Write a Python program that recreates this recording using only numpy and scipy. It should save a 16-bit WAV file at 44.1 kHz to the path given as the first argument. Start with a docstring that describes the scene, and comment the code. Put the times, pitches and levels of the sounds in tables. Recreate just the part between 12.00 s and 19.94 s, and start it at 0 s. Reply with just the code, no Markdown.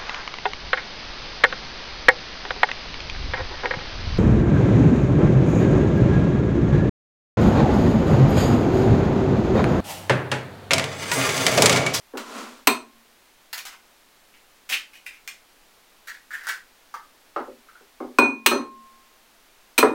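"""Cracking eggs in a kitchen

In a small tiled kitchen, a ceramic bowl scrapes closer over a table. An egg is knocked on its rim:
the bowl rings and the shell crunches. The shell is pulled apart in small hollow snaps, things are
set down, and a second egg gets three knocks. The table thumps under each blow, and the camera's
gain control turns the sound down after the loud ones."""
import sys
import numpy as np
from scipy import signal
from scipy.fft import rfft, irfft, next_fast_len
from scipy.io import wavfile
from scipy.ndimage import uniform_filter1d

SR = 44100
rng = np.random.default_rng(int(sys.argv[2]) if len(sys.argv) > 2 else 0)


def dump(signal):
    """Clip the signal to [-1, 1] and save it as 16-bit WAV at the path in sys.argv[1]."""
    limited = np.clip(np.atleast_2d(signal).T, -1, 1)
    pcm = np.round(limited * 32767).astype(np.int16)
    wavfile.write(sys.argv[1], SR, pcm)


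N = 350154
T = np.arange(SR) / SR  # one second of time after a contact

# egg on rim: (time [s], bowl ring [dB], sharpness [0-1], share of ring time the grip leaves [0-1],
# low bowl tone [dB], shell crunch [dB], crunch length [s])
EGG_KNOCKS = [(.6722, -12.5, 1, 0.65, -40.5, -5.5, 0.01), (6.1859, -1.5, 0, 0.85, -30, -18.5, 0.012),
              (6.4618, -7, 0.82, 0.79, -19, -2.5, 0.011), (7.779, -14, 1, 0.53, -33, -15, 0.019)]
# the bowl's tones: (pitch [Hz], level if blunt [dB], level if sharp [dB], ungripped ring time [s])
BOWL_TONES = [(952, -14, -12, .2), (1372, -19, -13, .18), (1830, -26, -13, .18), (2361, -26, -10, .1),
              (2465, 0, 0, .33), (2588, -22, -7, .13), (3715, -33, -7, .25), (4130, -25, -6, .2),
              (4180, -20, -5, .28), (6098, -28, -10, .21), (6415, -40, -15, .16), (7938, -33, -13, .17),
              (8175, -27, -10, .18), (8302, -34, -6, .2), (8705, -40, -14, .16), (9510, -44, -17, .17),
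              (10460, -39, -13, .14), (11260, -39, -12, .15), (12860, -48, -17, .14),
              (12980, -46, -16, .14), (13740, -48, -16, .14), (13890, -46, -16, .14)]
# its long-ringing low tone: (pitch [Hz], level [dB], ungripped ring time [s])
BOWL_LOW_TONE = [(1066, 0, 1.19)]
# the shell being pulled open: (time [s], hollow part [dB], crisp part [dB], length [s])
SHELL_SNAPS = [(1.5295, -35, -28.5, 0.0058), (1.575, -46, -31.5, 0.012), (1.652, -39, -34, 0.019),
               (2.34, -54, -59, .01), (2.69, -32, -26, 0.037), (2.721, -19.5, -26.5, 0.022),
               (2.93, -45, -47.5, 0.033), (3.062, -34.5, -39.5, 0.0088), (3.2766, -37, -34, 0.0029),
               (4.072, -32.5, -38, 0.021), (4.306, -31.5, -46, 0.04), (4.334, -30, -41.5, .018),
               (4.431, -37.5, -44, 0.037), (4.469, -26.5, -32.5, .016), (4.486, -24, -29, 0.014),
               (4.941, -30.5, -45.5, .003), (5.686, -47.5, -64, 0.0045), (5.754, -47.5, -70, .004)]
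# the shell's hollow rings more clearly once open, and sinks in pitch as the halves part and empty:
# (time [s], pitch [Hz], clearness of the ring [Q])
SHELL_HOLLOW = [(1.65, 1480, .9), (2.72, 2590, 1.66), (3.06, 2370, 3.1), (4.07, 1780, 3.4),
                (4.5, 1585, 2.7), (4.94, 1236, 2.6), (5.75, 1410, 2.6)]
# blows on the table: (time [s], boom [dB], woody knock [dB], lowest pitch stirred [Hz], bounces [count])
TABLE_BLOWS = [(.136, -31, -45, 200, 0), (.153, -32.5, -38.5, 185, 0), (.674, -12, -9.5, 175, 0),
               (2.7, -47.5, -45.5, 300, 1), (5.362, -28, -23.5, 290, 1), (5.478, -36, -62, 292, 0),
               (5.807, -52, -61, 288, 0), (6.003, -28, -35.5, 320, 2), (6.1867, -4, -4.5, 180, 1),
               (6.463, -12.5, -28, 185, 0), (6.514, -9.5, -11.5, 183, 2), (7.782, -18, -26, 190, 0),
               (7.8283, -6.5, -11, 298, 0)]
# the table's tones, plus a low, lingering hum of the room at 227 Hz:
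# (pitch [Hz], level [dB], base ring time [s])
TABLE_AND_ROOM_TONES = [(227, -14, .7), (250, 0, .27), (274, -2, .2), (335, -5, .12), (401, 0, .19),
                        (440, -5, .15), (517, -6, .18), (575, -6, .18), (771, -8, .17)]
# the bowl's foot sliding: (time [s], level [dB])
SLIDE_LEVELS = [(0.18, -31.5), (0.248, -42), (0.394, -33.5), (0.598, -50), (0.64, -55)]
# how long the kitchen echoes: (frequency [Hz], time to fade by 60 dB [s])
KITCHEN_ECHO = [(120, 0.15), (240, 0.36), (500, 0.26), (2000, 0.25), (8000, 0.24), (15000, 0.16)]

# Tone colours, all as (frequency [Hz], relative level [dB])
SHELL_CRUNCH = [(100, -17), (500, -14), (1000, 1), (1700, 0), (2100, 1), (2600, 4.5), (3500, -1),
                (5200, -7), (8300, -9.5), (11000, -16), (15500, -8)]  # shell caving in
SHELL_CRACKLE = [(100, -38), (400, -13), (1000, -6), (2000, 4.5), (4000, 2.5), (6000, 0.5), (9000, -4.5),
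                 (15500, -4)]  # shell snapping
TABLE_KNOCK = [(100, -54.5), (350, -9), (700, -2.5), (1000, 4), (1350, -1), (1800, -10.5), (2600, -20.5),
               (5000, -33), (15000, -57)]  # struck wood
TABLE_BOOM = [(25, -39), (70, -30.5), (130, -16.5), (185, -48), (235, 9.5), (300, 2.5), (420, 3),
              (600, -7.5), (900, -15.5), (2000, -52.5), (5000, -86)]  # the table top booming
LEG_SHUDDER = [(20, -22), (60, -1.5), (95, -7), (130, 2), (200, -8), (600, -41.5)]  # the table's legs shaking
FOOT_SCRAPE = [(59, -71), (100, -23), (170, -33), (224, -3.5), (249, -1.5), (302, -10.5), (471, -10.5),
               (872, -14), (1030, -8), (1200, -10.5), (1390, -8), (1650, -16.5), (7140, -25),
               (16000, -41.5)]  # the bowl rubbing on the table
BACKGROUND_HISS = [(20, 4), (32, -4.5), (77, -16), (150, -16), (293, -14), (950, -13.5), (2080, -15.5),
                   (4000, -18), (8000, -23.5), (16000, -25)]  # faint steady hiss
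WIND_FILTER = [(140, -5.5), (210, -0.5)]  # the camera's bass cut


def egg_knocks():
    """The rim rings as the shell caves in; a blunt blow swells more slowly and has weaker high tones."""
    out = np.zeros(N)
    hz, blunt_db, sharp_db, ring_s = np.transpose(BOWL_TONES)
    for start, ring_db, sharpness, sustain, low_db, crunch_db, length in EGG_KNOCKS:
        tones = np.column_stack([hz, blunt_db + sharpness * (sharp_db - blunt_db), ring_s])
        attack_s = np.interp(sharpness, [0, 1], [.003, .0007])
        clink = ring(tones, sustain, scatter_db=1.5, attack_s=attack_s, echo_db=-4)
        low = ring(BOWL_LOW_TONE, sustain, scatter_db=0, attack_s=.00204, echo_db=-13.5)
        crunch = room(coloured(fracture(length, spike_db=-3), SHELL_CRUNCH), echo_db=-7.5)
        add(out, start, amp(ring_db) * clink + amp(low_db) * low + amp(crunch_db) * levelled(crunch))
    return out


def shell_snap(hollow_hz, q, hollow_db, crisp_db, length):
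    """One break, heard both as a crisp crackle and through the hollow of the shell."""
    breaks = fracture(length, spike_db=5)
    cavity = signal.iirpeak(hollow_hz, q, SR)
    hollow = signal.lfilter(*cavity, signal.lfilter(*cavity, breaks))
    hollow = levelled(room(hollow, echo_db=4))
    crisp = levelled(room(coloured(breaks, SHELL_CRACKLE), echo_db=2.5))
    return amp(hollow_db) * hollow + amp(crisp_db) * crisp


def shell_opening():
    """The shell snaps apart; a firm, slow break leaves a shred that gives way a moment later."""
    out = np.zeros(N)
    firm_db, shred_delay_s, shred_length_s = -42, .07, .013
    times, pitches, qs = np.transpose(SHELL_HOLLOW)
    for start, hollow_db, crisp_db, length in SHELL_SNAPS:
        hollow_hz, q = np.interp(start, times, pitches), np.interp(start, times, qs)
        add(out, start, shell_snap(hollow_hz, q, hollow_db, crisp_db, length))
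        torn = min(length / shred_length_s, 1) * (hollow_db > firm_db)
        shred = shell_snap(hollow_hz, q, hollow_db=-45, crisp_db=-50.5, length=shred_length_s)
        add(out, start + shred_delay_s, torn * shred)
    return out


def table_thump(lowest_hz, boom_db, knock_db):
    """A woody knock, then the table booms and the room hums above lowest_hz; the legs shudder."""
    knock = levelled(room(coloured(puff(.041), TABLE_KNOCK), echo_db=1.5))
    push = puff(.03) * (1 - np.exp(-T / .012))
    push = levelled(room(coloured(push, TABLE_BOOM), echo_db=-3))
    tones = ring(TABLE_AND_ROOM_TONES, sustain=.97, scatter_db=4.5, attack_s=.006, echo_db=-12)
    bass_cut = signal.butter(4, lowest_hz, "high", fs=SR, output="sos")
    boom = levelled(signal.sosfilt(bass_cut, push + tones))
    legs = amp(-27) * levelled(coloured(puff(.39), LEG_SHUDDER))
    return amp(knock_db) * knock + amp(boom_db) * (boom + legs)


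def table_blows():
    """Each blow on the table and its bounces, which lose their knock faster than their boom."""
    out = np.zeros(N)
    gap_s, boom_loss_db, knock_loss_db = .038, 6, 12.5  # per bounce
    for start, boom_db, knock_db, lowest_hz, bounces in TABLE_BLOWS:
        for k in range(bounces + 1):
            thump = table_thump(lowest_hz, boom_db - k * boom_loss_db, knock_db - k * knock_loss_db)
            add(out, start + k * gap_s, thump)
    return out


def bowl_slide():
    """The bowl's foot catches with a gritty tick and scrapes over the table."""
    times, db = np.transpose(SLIDE_LEVELS)
    out = noise(FOOT_SCRAPE) * amp(np.interp(np.arange(N) / SR, times, db, left=-120, right=-120))
    tick = room(coloured(fracture(.013, spike_db=1.5), SHELL_CRUNCH), echo_db=-4.5)
    add(out, .172, amp(-33) * levelled(tick))
    return out


def fracture(length, spike_db):
    """A run of tiny uneven breaks; a quick one opens with a clean snap, a slow one swells."""
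    grit = rng.standard_normal(SR)
    spikes = np.repeat(amp(spike_db * rng.standard_normal(SR // 30)), 30)
    swell = (T / length) ** .14 * np.exp(-(T / length) ** 2)
    clean_snap = np.exp(-length / .0067) * levelled(puff(.002))
    return clean_snap + levelled(grit * spikes * swell)


def ring(tones, sustain, scatter_db, attack_s, echo_db):
    """Tones that fade after a blow; scatter_db varies their strength each time."""
    hz, db, ring_s = np.transpose(tones)[:, :, None]
    strength = amp(db + scatter_db * rng.standard_normal(hz.shape))
    fade = amp(-60 * T / (ring_s * sustain))
    rise = 1 - np.exp(-T / attack_s)
    waves = rise * fade * np.sin(2 * np.pi * (hz * T + rng.random(hz.shape)))
    return levelled(np.sum(strength * levelled(room(waves, echo_db)), axis=0))


def room(x, echo_db):
    """The sound plus its echo off tiles and cupboards, new for each contact."""
    hz, t, bands = signal.stft(rng.standard_normal(SR // 2), SR, nperseg=256)
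    fade = amp(-60 * t / along(KITCHEN_ECHO, hz)[:, None])
    tail = signal.istft(bands * fade, SR, nperseg=256)[1][:SR // 2]
    tail *= 1 - np.exp(-T[:len(tail)] / .002)
    response = rfft(tail / np.linalg.norm(tail), 2 * SR)
    echo = irfft(rfft(x, 2 * SR) * response, 2 * SR)[..., :SR]
    return x + amp(echo_db) * echo


def noise(colour):
    """Steady noise with the given tone colour, at an average (rms) level of 1."""
    size = next_fast_len(N)
    gains = amp(along(colour, np.fft.rfftfreq(size, 1 / SR)))
    x = irfft(rfft(rng.standard_normal(size)) * gains, size)[:N]
    return x / x.std()


def puff(fade_s):
    """Noise that fades by 60 dB in fade_s seconds."""
    return rng.standard_normal(SR) * amp(-60 * T / fade_s)


def coloured(x, colour):
    """Give a sound a tone colour without smearing it to before its start."""
    gains = amp(along(colour, np.fft.rfftfreq(len(x), 1 / SR)))
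    cepstrum = irfft(np.log(gains), len(x))
    cepstrum[1:len(x) // 2] *= 2  # move the filter's early half to after the start
    cepstrum[len(x) // 2 + 1:] = 0
    return irfft(rfft(x) * np.exp(rfft(cepstrum)), len(x))


def amp(db):
    """Turn decibels into a multiplier."""
    return 10 ** (np.asarray(db) / 20)


def along(points, hz):
    """Read between (frequency, value) points, with octaves evenly spaced."""
    frequencies, values = np.transpose(points)
    return np.interp(np.log(hz + 1), np.log(frequencies), values)


def levelled(x):
    """Give each short sound the same energy: that of 20 ms at level 1."""
    return x / np.sqrt(np.sum(x ** 2, axis=-1, keepdims=True) / (SR / 50) + 1e-20)


def add(track, start, x):
    """Mix x into the track at start seconds."""
    part = track[round(start * SR):][:len(x)]
    part += x[:len(part)]


def gain_control(x, limit_db, attack_s, recovery_db_per_s):
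    """The camera turns loud sounds down quickly, then slowly turns back up."""
    power = np.abs(uniform_filter1d(x[0] ** 2, size=220))
    excess_db = np.maximum(10 * np.log10(power + 1e-12) - limit_db, 0)
    climb_db = recovery_db_per_s * np.arange(N) / SR
    cut_db = np.maximum.accumulate(excess_db + climb_db) - climb_db
    smoothing = np.exp(-1 / (attack_s * SR))
    return x * amp(-signal.lfilter([1 - smoothing], [1, -smoothing], cut_db))


def scene():
    """Eggs, bowl and table over a faint steady hiss, in one channel."""
    handling = egg_knocks() + table_blows() + shell_opening() + bowl_slide()
    return (handling + amp(-55) * noise(BACKGROUND_HISS))[None]


def record(dry):
    """The camera tames loud blows, flattens peaks that slip by, and trims the bass and highest treble."""
    x = np.clip(gain_control(dry, limit_db=-8.5, attack_s=.0018, recovery_db_per_s=25), -1, 1)
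    size = next_fast_len(N + SR // 2)
    hz = np.fft.rfftfreq(size, 1 / SR)
    treble_cut = np.interp(hz, [15800, 16300], [1, 0])
    return irfft(rfft(x, size) * treble_cut * amp(along(WIND_FILTER, hz)), size)[:, :N]


dry = scene()
out = record(dry)
dump(out)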